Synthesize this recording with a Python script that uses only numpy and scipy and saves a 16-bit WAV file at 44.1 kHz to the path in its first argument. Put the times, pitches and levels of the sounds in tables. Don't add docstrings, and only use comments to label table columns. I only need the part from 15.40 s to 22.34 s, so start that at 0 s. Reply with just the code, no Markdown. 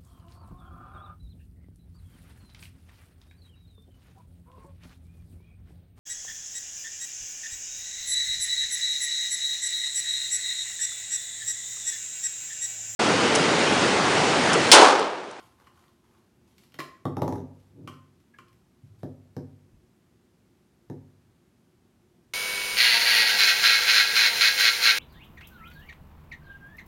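import sys
import numpy as np
from scipy import signal
from scipy.fft import rfft, irfft
from scipy.io import wavfile

SR = 44100
rng = np.random.default_rng(int(sys.argv[2]) if len(sys.argv) > 2 else 0)


def int16_out(signal):
    q = np.round(np.clip(np.atleast_2d(signal).T, -1, 1) * 32767)
    wavfile.write(sys.argv[1], SR, q.astype(np.int16))


N = 305877
T = np.arange(N) / SR

# frequency in Hz, relative spectral level in dB.
AIR_SPECTRUM = [(15, -64.5), (25, -24.5), (76, -1), (117, -3), (145, -4), (180, -1), (326, -10),
                (363, -7.5), (439, -16), (818, -19.5), (911, -21), (988, -21), (3340, -28.5), (12500, -35),
                (16000, -43)]
# pitch in Hz, rough bandwidth in Hz, level in dB.
HUM_TONES = [(120, 3.9, -77), (239, 22, -73.5), (353.7, 23, -72)]
# frequency in Hz, relative level in dB, t60 in seconds.
ROOM_DECAY = [(122, -21, 0.56), (258, -5.5, 0.4), (553, -1, 0.53), (1080, -3, 0.47), (2040, -3.5, 0.57),
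              (3900, -1.5, 0.38), (8100, -1, 0.44), (16100, -2, 0.13)]
# delay in seconds, level against the direct sound in dB.
EARLY_ECHOES = [(.0072, -13), (0.0115, -16)]
# start and length in seconds, hiss in dB, hollow body against the hiss in dB.
FINGER_STROKES = [(0, 0.0077, -61.5, 2.5), (0.2, 0.073, -69.5, 4.5), (0.363, 0.055, -68.5, 1),
                  (0.66, .11, -74, 2.5), (1.076, 0.017, -69.5, -6), (1.196, 0.021, -64.5, -8.5),
                  (1.33, .03, -80, -18), (2.156, 0.087, -75, -7), (3.444, .015, -77, -14),
                  (3.598, 0.019, -72, -15)]
# frequency in Hz, relative spectral level in dB.
RUSTLE_SPECTRUM = [(300, -2), (700, 4.5), (1000, 9.5), (2000, -2), (3000, -1.5), (5500, -7), (9000, -9.5),
                   (12500, -8.5), (15500, -30)]
# start in seconds, strength in dB, brightness in dB per octave.
CASE_TAPS = [(.003, -64.5, -5.5), (0.1995, -69, -1.5), (0.375, -73.5, -5.5), (0.481, -68, -1),
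             (0.748, -87, -10.5), (1.1813, -56, 7), (1.236, -64.5, 3), (1.321, -64, 2.5),
             (1.3419, -54.5, 3.5), (1.3877, -49, 9), (1.394, -45, 4.5), (1.4021, -43.5, -2.5),
             (2.54, -66, -2), (2.8018, -70, 4), (3.083, -66.5, 5), (3.129, -65.5, 25)]
CASE_BUMPS = [(0.2701, -64, -2.5), (0.439, -75, -5), (1.3435, -63, 9), (2.475, -47, -2), (2.986, -56.5, -2)]
# frequency in Hz, gain in dB.
SNAP_SPECTRUM = [(500, -11), (1100, -8), (2000, 12), (3500, 7), (5500, 6), (7700, -1), (10000, -2),
                 (12500, 3), (15500, -7)]
BUMP_SPECTRUM = [(500, -6.5), (850, -1), (1080, 27), (1400, 20.5), (1700, 7.5), (1950, 17), (2150, 10),
                 (2330, 11), (2600, 7.5), (3000, 19.5), (3550, -12), (4400, 2), (5300, 0), (7500, -2),
                 (10000, -5.5), (12500, -4), (15500, -17)]
CHATTER_SPECTRUM = [(200, -18.5), (450, 15), (800, 8), (1100, 21), (1500, 10), (2000, 17), (2600, 4),
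                    (4000, 8), (5500, -1), (8000, -5.5), (12500, -11), (15500, -15)]
# pitch in Hz, gain in dB, t60 in seconds.
WALL_MODES = [(1048, -6.5, 0.24), (1097, 1.5, 0.043), (1224, -3, 0.037), (1266, -6, 0.05), (1370, 4, 0.013),
              (1520, -1.5, 0.037), (1900, 2.5, 0.014), (2320, 2, 0.022), (2780, 3, 0.015),
              (3220, 3, 0.0085), (4200, 0, 0.013), (5270, -2, 0.007), (5830, -10, 0.01)]
BASE_MODES = [(145.7, -11.5, 0.33), (263, -12, 0.22), (316, -4, 0.098), (388, -1, 0.034), (530, -15, 0.044),
              (624, -6, 0.031), (1023, -0.5, 0.023), (1190, -3, 0.015), (1720, 4, 0.011), (2000, 3, 0.024)]
TABLE_MODES = [(67.4, -25, 0.67), (96.17, -8.5, 1), (107, -5, 0.68), (144.3, -0.5, 0.63),
               (178.5, -12, 0.64), (181.8, -4, 0.28), (247.4, -2.5, 0.46), (270.4, 0, 0.26),
               (289, -4, 0.18), (332, 1, 0.12), (365, -9.5, 0.2), (399.9, -5.5, 0.17), (472.4, -8, 0.11),
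               (492, -7.5, 0.2), (536.6, -10.5, 0.18), (600, -13, 0.15), (626, -14, 0.12),
               (661.5, -10, 0.17), (755.5, -6.5, 0.075), (837, -2.5, 0.094), (910, -19.5, 0.038),
               (934, -3, 0.068), (951, -7.5, 0.083), (1064, -15, 0.096), (1158, -0.5, 0.032),
               (1250, 2, 0.021)]
# start in seconds, strength in dB.
HAND_PATS = [(3.432, -42.5), (3.506, -49), (3.587, -64), (4.32, -54)]
# start in seconds, length in seconds, level in dB.
HAND_LEANS = [(4.315, 0.062, -58.5)]
# start of full speed in seconds, its length in seconds, force in dB.
BALL_ROLLS = [(1.95, 0.013, -36.5), (2.37, 0.074, -46.5)]
# start in seconds, strength in dB, contact cut-off in Hz
# (higher is harder), tick strength in dB, tick pitch in Hz, emphasis of that pitch in dB.
BALL_KNOCKS = [(1.343, -59, 850, -60, 2980, 18), (1.6538, -29.5, 1310, -36, 3600, -2),
               (1.7687, -32, 930, -39.5, 5060, -2), (1.8193, -27.5, 1100, -32, 4570, -8),
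               (1.8789, -31.5, 970, -38, 7200, 9), (1.9248, -34, 840, -42.5, 6600, 3),
               (1.9569, -40, 730, -45.5, 6150, -1), (1.982, -41.5, 600, -52.5, 6200, 1),
               (2.003, -50, 500, -55, 6000, -4), (2.4745, -51.5, 920, -64, 4300, 2),
               (2.986, -62, 614, -74, 5500, -9), (3.632, -36, 620, -46.5, 5630, -7),
               (3.966, -35, 573, -44.5, 5270, 0), (5.4994, -37.5, 546, -49, 4800, -14)]
# frequency in Hz, gain in dB.
TICK_SPECTRUM = [(800, -2), (1750, 12.5), (2600, -3.5), (3700, 1.5), (4600, -4.5), (5600, 0.5),
                 (7500, -9.5), (10000, -7.5), (12500, -4.5), (15500, -22)]
KNOCK_SPECTRUM = [(300, -35.5), (520, 2.5), (800, 0), (1000, 2.5), (1220, -3.5), (1450, -11), (1750, -3),
                  (2400, -15), (5000, -31)]


def from_db(db):
    return 10 ** (np.asarray(db) / 20)


def rms_one(x):
    return x / np.sqrt(np.mean(x ** 2) + 1e-30)


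def at_hz(points, hz):
    table_hz, *columns = np.transpose(points)
    return [np.interp(np.log(np.maximum(hz, 1)), np.log(table_hz), column) for column in columns]


def butter(x, kind, hz, order):
    return signal.sosfilt(signal.butter(order, hz, kind, fs=SR, output="sos"), x + 1e-18)


def coloured(x, spectrum, size=8192):
    level_db, = at_hz(spectrum, np.arange(size // 2 + 1) * SR / size)
    cepstrum = irfft(np.log(from_db(level_db)))
    cepstrum[1:size // 2] *= 2
    cepstrum[size // 2 + 1:] = 0
    return signal.fftconvolve(x, irfft(np.exp(rfft(cepstrum))))[:N]


def clicks(times, level_db, swing=1):
    out = np.zeros(N)
    samples = np.round(np.asarray(times) * SR).astype(int)
    np.add.at(out, samples, swing * from_db(level_db))
    return out


def swells(rows, rise_db_per_s, fall_db_per_s):
    levels = [db - rise_db_per_s * np.maximum(start - T, 0)
              - fall_db_per_s * np.maximum(T - start - length, 0) for start, length, db in rows]
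    return np.max(levels, axis=0).clip(-200)


def ring(force, hz, t60):
    radius = np.exp(-np.log(1000) / (t60 * SR))
    angle = 2 * np.pi * hz / SR
    return signal.lfilter([0, np.sin(angle)], [1, -2 * radius * np.cos(angle), radius ** 2], force + 1e-18)


def burst(force, decay_s):
    envelope = signal.lfilter([1], [1, -np.exp(-1 / (decay_s * SR))], force + 1e-18)
    return envelope * rng.standard_normal(N)


def room_tone(air_db):
    air = from_db(air_db) * rms_one(coloured(rng.standard_normal(N), AIR_SPECTRUM))
    hum = sum(from_db(db) * rms_one(ring(rng.standard_normal(N), hz, t60=2 / width))
              for hz, width, db in HUM_TONES)
    return air + hum


def room(direct, gap_s, early_db, early_t60, tail_db):
    t, response = np.arange(SR) / SR, np.zeros(SR)
    edges_hz = np.geomspace(110, 17000, 15)
    for low, high in zip(edges_hz, edges_hz[1:]):
        wet_db, t60 = at_hz(ROOM_DECAY, np.sqrt(low * high))
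        envelope = from_db(tail_db - 60 * t / t60) + from_db(early_db - 60 * t / early_t60)
        band = butter(envelope * (t > gap_s) * rng.standard_normal(len(t)), "band", [low, high], order=2)
        band_share = 2 * (high - low) / SR
        response += from_db(wet_db) * rms_one(band) * np.sqrt(band_share / len(t))
    mirrored = butter(clicks(*np.transpose(EARLY_ECHOES)), "high", hz=450, order=2)
    return direct + signal.fftconvolve(direct, response + mirrored[:len(t)])[:N]


def fingers(grain_db, split_hz):
    starts, lengths, db, body_db = np.transpose(FINGER_STROKES)
    hiss_db, hollow_db = (swells(zip(starts, lengths, level), rise_db_per_s=300, fall_db_per_s=107)
                          for level in (db, db + body_db))
    catch = rms_one(butter(rng.standard_normal(N), "low", hz=100, order=2))
    grains = from_db(grain_db * catch) * rng.standard_normal(N)
    rustle = rms_one(coloured(grains, RUSTLE_SPECTRUM))
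    hiss = butter(rustle, "high", split_hz, order=3)
    hollow = butter(rustle, "low", split_hz, order=3)
    return from_db(hiss_db) * hiss + from_db(hollow_db) * hollow


def plastic_case(spread_db, pivot_hz):
    starts, strength_db, brightness = np.transpose(CASE_TAPS + CASE_BUMPS)
    spot_db = spread_db * rng.standard_normal((len(starts), len(WALL_MODES)))
    taps = clicks(*np.transpose(CASE_TAPS)[:2])
    bumps = clicks(*np.transpose(CASE_BUMPS)[:2])
    out = coloured(burst(taps, decay_s=0.0042), SNAP_SPECTRUM)
    out += coloured(burst(bumps, decay_s=0.0091), BUMP_SPECTRUM)
    for k, (hz, db, t60) in enumerate(WALL_MODES):
        tilt_db = brightness * np.log2(hz / pivot_hz)
        force = clicks(starts, strength_db + db + tilt_db + spot_db[:, k])
        out += (-1) ** k * ring(force, hz, t60)
    return butter(out, "high", hz=850, order=4)


def case_landing(at_s, slap_db, chatter_db):
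    force = clicks([at_s], [slap_db])
    slap = sum((-1) ** k * from_db(db) * ring(force, hz, t60)
               for k, (hz, db, t60) in enumerate(BASE_MODES))
    chatter = burst(clicks([at_s], [chatter_db]), decay_s=0.013)
    return slap + coloured(chatter, CHATTER_SPECTRUM)


def leaning_hand(pitch_hz, t60):
    level_db = swells(HAND_LEANS, rise_db_per_s=900, fall_db_per_s=132)
    return from_db(level_db) * rms_one(ring(rng.standard_normal(N), pitch_hz, t60))


def pat_force():
    return butter(clicks(*np.transpose(HAND_PATS)), "low", hz=116, order=3)


def ball_squeak(at_s, width_s, pitch_hz, level_db, waver):
    grip = rms_one(butter(rng.standard_normal(N), "low", hz=440, order=2))
    phase = 2 * np.pi * np.cumsum(pitch_hz * (1 + waver * grip)) / SR
    envelope = np.exp(-((T - at_s) / width_s) ** 2)
    return from_db(level_db + 3.4 * grip) * envelope * np.sin(phase)


def rolling_force(coupling_db):
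    force_db = swells(BALL_ROLLS, rise_db_per_s=234, fall_db_per_s=148)
    cutoff_hz = 486 * 2 ** ((force_db + 34) / 33)
    out, edges_hz = np.zeros(N), np.geomspace(80, 1280, 9)
    for low, high in zip(edges_hz, edges_hz[1:]):
        band = butter(rng.standard_normal(N), "band", [low, high], order=2)
        out += band / np.sqrt(1 + (np.sqrt(low * high) / cutoff_hz) ** 6)
    return out * from_db(force_db + coupling_db)


def ball_ticks(decay_s, peak_q):
    out = np.zeros(N)
    for start, _, _, tick_db, hz, emphasis_db in BALL_KNOCKS:
        tick = burst(clicks([start], [tick_db]), decay_s)
        pitched = signal.lfilter(*signal.iirpeak(hz, peak_q, fs=SR), tick)
        out += tick + from_db(emphasis_db) * pitched
    return coloured(out, TICK_SPECTRUM)


def table_knock(gain_db, decay_s):
    out = np.zeros(N)
    for start, blow_db, contact_hz, *_ in BALL_KNOCKS:
        knock = burst(clicks([start], [blow_db + gain_db]), decay_s)
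        out += butter(knock, "low", contact_hz, order=4)
    return coloured(out, KNOCK_SPECTRUM)


def table_boom(spot_hz):
    starts, blow_db, contact_hz = np.transpose(BALL_KNOCKS)[:3]
    gentle_force = rolling_force(coupling_db=-32.5) + pat_force()
    spot = rng.standard_normal((len(starts), len(TABLE_MODES)))
    out = np.zeros(N)
    for k, (hz, db, t60) in enumerate(TABLE_MODES):
        softness_db = 10 * np.log10(1 + (hz / contact_hz) ** 6)
        swing = np.sqrt(2) * np.cos(np.pi / 4 + spot[:, k] * (hz / spot_hz) ** 2)
        force = clicks(starts, blow_db - softness_db, swing) + gentle_force
        direction = np.sign(np.cos(np.pi * k * k / 17))
        out += direction * from_db(db) * ring(force, hz, t60)
    return out


def scene():
    squeak = ball_squeak(at_s=2.946, width_s=0.0058, pitch_hz=1678, level_db=-52.5, waver=0.037)
    table = table_boom(spot_hz=945) + table_knock(gain_db=17.5, decay_s=0.0049)
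    table += leaning_hand(pitch_hz=62, t60=0.16)
    case = plastic_case(spread_db=3.5, pivot_hz=5330)
    case += case_landing(at_s=1.3895, slap_db=-30.5, chatter_db=-41.5)
    ticks = ball_ticks(decay_s=0.0019, peak_q=4.6)
    mix = room(table, gap_s=0.00532, early_db=-4.5, early_t60=0.17, tail_db=3)
    mix += room(ticks, gap_s=0.0043, early_db=2, early_t60=0.16, tail_db=-4)
    handling = case + fingers(grain_db=3.5, split_hz=2470) + squeak
    mix += room(handling, gap_s=0.0063, early_db=-4, early_t60=0.35, tail_db=-2)
    return (mix + room_tone(air_db=-64.75))[None]


def record(dry):
    thinned = butter(dry, "high", hz=35, order=4)
    return signal.sosfilt(signal.ellip(10, 0.1, 70, 15900, fs=SR, output="sos"), thinned)


dry = scene()
out = record(dry)
int16_out(out)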